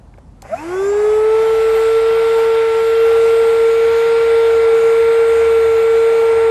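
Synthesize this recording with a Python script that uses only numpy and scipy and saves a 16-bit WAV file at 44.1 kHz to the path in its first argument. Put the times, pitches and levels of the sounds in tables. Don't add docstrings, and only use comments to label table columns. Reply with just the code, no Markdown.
import sys
import numpy as np
from scipy import signal
from scipy.fft import rfft, irfft, next_fast_len
from scipy.io import wavfile
from scipy.ndimage import uniform_filter1d

SR = 44100
rng = np.random.default_rng(int(sys.argv[2]) if len(sys.argv) > 2 else 0)


def to_wav(s):
    ch = np.atleast_2d(s).T
    pcm = np.round(np.clip(ch, -1, 1) * 32767)
    wavfile.write(sys.argv[1], SR, pcm.astype(np.int16))


N = 286958
TIME_S = np.arange(N) / SR
FFT_SIZE, HOP = 1024, 256
HZ, FRAME_S = np.fft.rfftfreq(FFT_SIZE, 1 / SR), np.arange(N // HOP + 5) * HOP / SR


def amp(db):
    return 10 ** (np.asarray(db) / 20)


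def evened(x):
    return x / np.sqrt(np.mean(x ** 2) + 1e-20)


def curves(rows):
    s, *columns = np.transpose(rows)
    return [np.interp(TIME_S, s, column) for column in columns]


def read(points, hz):
    f, *columns = np.transpose(points)
    return [np.interp(np.log(hz + 1), np.log(f + 1), column)[:, None] for column in columns]


def bumps(modes, hz):
    return sum(db / (1 + (2 * (hz - f) / width) ** 2) for f, width, db in modes)[:, None]


def resonate(x, hz, width):
    turn = np.exp(2j * np.pi * hz * np.arange(len(x)) / SR)
    r = np.exp(-np.pi * width / SR)
    return 2 * (turn * signal.lfilter([1 - r], [1, -r], x / turn)).real


def drift(rate_hz):
    spectrum = rfft(rng.standard_normal(N))
    rolloff = 1 + (np.fft.rfftfreq(N, 1 / SR) / rate_hz) ** 2
    return evened(irfft(spectrum / rolloff, N))


def noise(shape_db, patchy_db):
    real, imag, patches = rng.standard_normal((len(FRAME_S), len(HZ), 3)).T
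    patches = uniform_filter1d(patches, size=10, axis=0)
    patches = evened(uniform_filter1d(patches, size=16, axis=1))
    spectra = (real + 1j * imag) * amp(shape_db + patchy_db * patches)
    return evened(signal.istft(spectra, nperseg=FFT_SIZE, noverlap=FFT_SIZE - HOP)[1][:N])


def step(s, spread_s):
    return .5 + .5 * np.tanh((TIME_S - s) / (2 * spread_s))


def bell(s, spread_s):
    return np.exp(-.5 * ((TIME_S - s) / spread_s) ** 2)


def switched_on(s):
    return np.clip((TIME_S - s) / 0.01, 0, 1)


# frequency in Hz, relative level in dB per Hz.
SHORE_SPECTRUM = [(25, -17), (45, 0.5), (100, 3), (150, -2), (250, -4), (350, -14), (800, -14), (1200, -22),
                  (2200, -33), (3000, -36.5), (8000, -40), (11500, -45.5), (12500, -68), (13500, -81)]
SHORE_DB = -44.5


def shore_wash():
    return amp(SHORE_DB) * noise(read(SHORE_SPECTRUM, HZ)[0], patchy_db=1.0)


# time in seconds, firing rate in Hz, level in dB.
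FAR_ENGINE = [(0, 47.3, -45), (1.1, 50.1, -45), (2.2, 49, -42), (2.6, 52.64, -52), (3.2, 59, -49),
              (4, 62.6, -46), (4.8, 69.4, -47), (5.4, 71.53, -41), (6, 72.77, -45.5), (6.51, 74.7, -46)]


def far_engine():
    firing_hz, level_db = curves(FAR_ENGINE)
    angle = 2 * np.pi * np.cumsum(firing_hz + 0.81 * drift(3.14)) / SR
    return np.sqrt(2) * amp(level_db + 2.1 * drift(2.8)) * np.cos(angle)


# frequency in Hz, width of each filter pass in Hz, level in dB.
LOW_HUMS = [(73.4, 10, -49.5), (117.3, 3.7, -55)]


def low_hums():
    out = np.zeros(N)
    for hz, width, db in LOW_HUMS:
        narrow = resonate(rng.standard_normal(N), hz, width)
        out += amp(db) * evened(resonate(narrow, hz, width))
    return out


# start in seconds, level in dB, pitch struck near in Hz, bright crack in dB relative to the ring.
TOUCHES = [(0.14, -33, 1950, -38), (.177, -37, 1900, -30), (.183, -30, 600, -25), (.187, -37, 1600, -21),
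           (.420, -34.5, 2200, 2.5), (0.427, -27.5, 750, -16), (0.436, -40, 600, -11),
           (0.444, -34, 845, -25), (.451, -25, 620, -30), (.456, -31, 596, -30), (.460, -32, 950, -27),
           (.469, -29, 910, -26.5)]
# frequency in Hz, width in Hz.
PLASTIC_MODES = [(580, 100), (780, 77), (950, 200), (1650, 240), (2150, 270)]
REACH_DB_PER_OCT = -20


def clicks():
    out, t = np.zeros(N), np.arange(1200) / SR
    for s, db, struck_hz, crack_db in TOUCHES:
        ring = np.zeros(len(t))
        for hz, width in PLASTIC_MODES:
            reach = amp(REACH_DB_PER_OCT * abs(np.log2(hz / struck_hz)))
            ring += reach * np.sin(2 * np.pi * hz * t) * np.exp(-np.pi * width * t)
        ring *= 1 - np.exp(-t / 0.00038)
        grit = evened(resonate(rng.standard_normal(len(t)), 6000, 5000))
        crack = grit * (t / 0.0018) ** 2 * np.exp(2 - 2 * t / .002) / 2
        at = round(s * SR)
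        out[at:at + len(t)] += amp(db) * (ring + amp(crack_db) * crack)
    return out


ON_S = .43
# time in seconds, shaft speed in Hz.
SPEED_GOAL = [(.43, 448.6), (.46, 461.4), (.5, 451.9), (.535, 452.5), (.57, 459), (.61, 461), (.67, 457),
              (.85, 455.3), (1.2, 454.2), (1.42, 460), (1.72, 455), (2.0, 456.3), (2.3, 457), (2.73, 452.8),
              (3.1, 456.4), (3.38, 456.3), (3.77, 455.7), (4.05, 459.3), (4.45, 457), (4.72, 454.5),
              (5.15, 457.6), (5.4, 456.4), (5.74, 452), (6.1, 456), (6.5, 453)]
# lag at the start in Hz, time constant in seconds.
SPIN_UP_LAG = [(333.1, .1581), (67.8, .631)]


def speed():
    running_s = np.maximum(TIME_S - ON_S, 0)
    lag = sum(hz * np.exp(-running_s / s) for hz, s in SPIN_UP_LAG)
    return curves(SPEED_GOAL)[0] - lag


def speed_octaves(hz):
    return np.log2(hz / SPEED_GOAL[-1][1])


PRESSURE_S, PRESSURE_SPREAD_S = 1.244, 0.14
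FIRM_S, FIRM_SPREAD_S = 4.65, .08
# (from s, to s).
FULL_S, SLIDE_S = (1.1, 1.6), (3.4, 3.7)
# full level in dB, growth in dB per octave of speed, gain in dB as pressure builds,
# change in dB once the tube firms, rms gust in dB (the sign is immaterial).
LOW_ROAR, UPPER_ROAR = (-28, 9, 0.5, 0.26, 1), (-27, 4.5, 6.5, 0.3, 0.35)
JET_LEVEL, INTAKE_LEVEL = (-38.5, 8.5, 15, -3, 0), (-45, 7.5, 0, -1, -1.03)
# centre in seconds, spread in seconds, lift in dB.
AIR_SURGES = [(2.3, .2, 1), (4.2, .22, 1.5), (5.45, 0.074, 1)]


def air_level(layer):
    full_db, growth_db, build_db, firm_db, gust_db = layer
    level_db = full_db + growth_db * speed_octaves(speed())
    level_db += build_db * (step(PRESSURE_S, PRESSURE_SPREAD_S) - 1)
    return level_db + firm_db * step(FIRM_S, FIRM_SPREAD_S) + gust_db * drift(2.1)


def surge_lift():
    return sum(db * bell(s, spread) for s, spread, db in AIR_SURGES)


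# frequency in Hz, then relative level in dB per Hz while spinning up,
# at full speed, and after the slide.
INTAKE_SPECTRUM = [(3480, -4.5, -3, -19.5), (5030, 5, 1.5, -0.5), (5960, 6, 4.5, 1.5), (6350, 5, -1, 4.5),
                   (7130, 5.5, 8.5, 9.5), (7650, 4.5, 6, 3.5), (8100, 3.5, 6, 5.5), (9257, -1.5, 1.5, 3.5),
                   (10300, 0.5, 0, -4.5), (11870, -0.5, 5.5, 1.5), (12100, -11, 9, 6),
                   (12260, -43, -8.5, 5), (13000, -58, -52, -48)]


def intake_hiss():
    rising, before, after = read(INTAKE_SPECTRUM, HZ)
    full, slide = (np.interp(FRAME_S, span, [0, 1]) for span in (FULL_S, SLIDE_S))
    shape_db = rising + full * (before - rising) + slide * (after - before)
    return amp(air_level(INTAKE_LEVEL)) * noise(shape_db, patchy_db=2.04)


# frequency in Hz, relative level in dB.
JET_SPECTRUM = [(2000, -16), (2900, -4.5), (3300, -6.5), (3680, -4.5), (4000, -6), (4600, -9.5),
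                (5400, -13.5), (6500, -47)]
# frequency in Hz, width in Hz, lift in dB.
JET_MODES = [(3320, 220, 5), (3593, 90, 8), (3820, 46, 3), (4800, 240, 2)]


def valve_jet():
    shape_db = read(JET_SPECTRUM, HZ)[0] + bumps(JET_MODES, HZ)
    return amp(air_level(JET_LEVEL) + surge_lift()) * noise(shape_db, patchy_db=1.2)


# frequency in Hz, relative level in dB.
ROAR_SPECTRUM = [(150, -15.5), (300, -9), (450, -3.5), (900, -1.5), (1300, -5), (2300, -4), (2700, -10.5),
                 (3200, -22), (4500, -43)]
# frequency in Hz, width in Hz, lift in dB.
HOSE_MODES = [(478, 110, 6.5), (650, 59, 7.5), (802, 55, 10.5), (1142, 62, 8), (1508, 170, 6),
              (2038, 160, 5.5), (2570, 190, 2.5), (2980, 230, 2.5)]


def hose_roar():
    low_db, upper_db = air_level(LOW_ROAR), air_level(UPPER_ROAR) + surge_lift()
    upper = np.clip(np.log2(HZ / 900 + 1e-9), 0, 1)[:, None]
    tilt_db = upper * np.interp(FRAME_S, TIME_S, upper_db - low_db)
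    shape_db = read(ROAR_SPECTRUM, HZ)[0] + bumps(HOSE_MODES, HZ) + tilt_db
    return amp(low_db) * noise(shape_db, patchy_db=0.8)


def air():
    return (hose_roar() + valve_jet() + intake_hiss()) * switched_on(ON_S)


# time in seconds, shaft tone in dB, 2nd order in dB, blade whine in dB.
RUNNING_WAVER = [(.56, -10, -53, -72), (.61, -12, -54, -53), (.66, -10.5, -52, -68),
                 (.75, -11.5, -41.5, -53), (.9, -10.5, -48, -56), (1.0, -11, -28, -56),
                 (1.15, -11.5, -34.5, -52), (1.35, -11.5, -34.5, -66), (1.58, -12.5, -36, -56),
                 (1.95, -12, -41, -50), (2.25, -12, -38.5, -53), (2.47, -12.5, -33.5, -54),
                 (2.8, -13.5, -36, -63), (3.05, -10.7, -45.5, -56), (3.45, -11, -41, -47.5),
                 (3.78, -11.3, -41.5, -58), (4.05, -12, -35, -58), (4.28, -11.6, -42, -56),
                 (4.45, -10.5, -34.5, -53), (4.7, -11, -46, -56), (5.0, -10.5, -41.5, -52.5),
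                 (5.4, -11, -42, -48), (5.75, -11.5, -43, -55), (6.1, -11, -40, -51),
                 (6.5, -11.5, -35.5, -50)]
SECOND_WAVER_DB, TONE_FLUTTER_DB = 2.5, 0.51
SPEED_JITTER_HZ = .12
# frequency in Hz, gain in dB.
TONE_RADIATION = [(160, -44), (195, -30), (270, -34), (295, -25), (335, -15), (385, -6.5), (405, -4),
                  (420, -2.5), (428, 0)]


def shaft_tone(hz, angle, tone_db):
    radiation_db = read(TONE_RADIATION, hz)[0][:, 0]
    return amp(tone_db + radiation_db + TONE_FLUTTER_DB * drift(19)) * np.cos(angle)


# frequency in Hz, width in Hz, change in dB.
CASE_COLOUR = [(708, 130, 7.5), (746, 30, -8), (820, 30, -11), (945.5, 67, 4), (1008, 73, -20),
               (1150, 79, 0.5), (1242, 57, -6.5), (1361, 74, -3), (1520, 200, 11), (1660, 88, 3.5),
               (3420, 160, 11.5), (5350, 120, 10.5), (6400, 440, -7), (7280, 290, 17)]
# shaft order, level in dB before and after the slide (at full speed and pressure, ahead of the case),
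# growth in dB per octave of speed, gain in dB as pressure builds, shudder in dB, rms random waver in dB.
SHAFT_ORDERS = [(3, -30, -31.5, 4.2, 3.1, 0.54, 0.38), (4, -51.5, -50.5, 4.3, -8, 3, 2.2),
                (5, -45.5, -41, 3.2, 9, 9, 1.8), (6, -46, -51, 5.9, 16.5, 17, 3.3),
                (7, -52, -60, 3.3, 5, 9.6, 3.7), (8, -63.5, -58.5, 8.8, -2, 4, 3.3),
                (9, -62, -54, 3, -2.5, 19, 3.2)]
SECOND_DB_PER_OCT, BLADE_DB_PER_OCT = 16.5, 10
CATCH_S, CATCH_SPREAD_S = 0.496, .008
SHUDDER_S, SHUDDER_SPREAD_S = 0.583, 0.019


def shaft_orders(hz, angle, second_db, blade_db):
    def coloured(order, db):
        return amp(db + bumps(CASE_COLOUR, order * hz)[:, 0])

    octaves, slide = speed_octaves(hz), np.interp(TIME_S, SLIDE_S, [0, 1])
    second_db = second_db + SECOND_DB_PER_OCT * octaves + SECOND_WAVER_DB * drift(8.7)
    orders = coloured(1.957, second_db) * np.cos(2 * angle + 0.51)
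    blade_db = blade_db + BLADE_DB_PER_OCT * octaves + 1.5 * drift(10)
    orders += coloured(18, blade_db) * np.cos(18 * angle + .4 * drift(6))
    pressure, shudder = step(PRESSURE_S, PRESSURE_SPREAD_S), bell(SHUDDER_S, SHUDDER_SPREAD_S)
    for order, before_db, after_db, growth_db, build_db, shudder_db, waver_db in SHAFT_ORDERS:
        level_db = before_db + slide * (after_db - before_db) + growth_db * octaves
        level_db += build_db * (pressure - 1) + shudder_db * shudder + waver_db * drift(13)
        orders += coloured(order, level_db) * np.cos(order * angle + 0.5 * drift(2.1))
    return orders * step(CATCH_S, CATCH_SPREAD_S)


# frequency in Hz, width in Hz, gain in dB.
HOUSING_MODES = [(650, 31, 17.5), (694, 36, 7.5)]
# power the ring is raised to, gain in dB.
HOUSING_BUZZ = [(2, 2), (3, -5)]


def housing_ring(orders):
    ring = sum(amp(db) * resonate(orders, hz, width) for hz, width, db in HOUSING_MODES)
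    swing = signal.hilbert(ring, next_fast_len(N))[:N]
    return ring + sum(amp(db) * (swing ** int(power)).real for power, db in HOUSING_BUZZ)


def rotor():
    hz = speed()
    tone_db, second_db, blade_db = curves(RUNNING_WAVER)
    angle = 2 * np.pi * np.cumsum(hz + SPEED_JITTER_HZ * drift(25)) / SR
    tone = shaft_tone(hz, angle, tone_db)
    orders = shaft_orders(hz, angle, second_db, blade_db)
    return np.sqrt(2) * (tone + orders + housing_ring(orders)) * switched_on(ON_S)


def scene():
    background = shore_wash() + far_engine() + low_hums()
    return (background + clicks() + air() + rotor())[None]


LOW_CUT_HZ, EDGE_HZ = 38, 13770


def record(dry):
    bass_cut = signal.butter(4, LOW_CUT_HZ, "high", fs=SR, output="sos")
    band_limit = signal.firwin(511, EDGE_HZ, window=("kaiser", 9), fs=SR)
    return signal.oaconvolve(signal.sosfilt(bass_cut, dry), band_limit[None], "same")


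dry = scene()
out = record(dry)
to_wav(out)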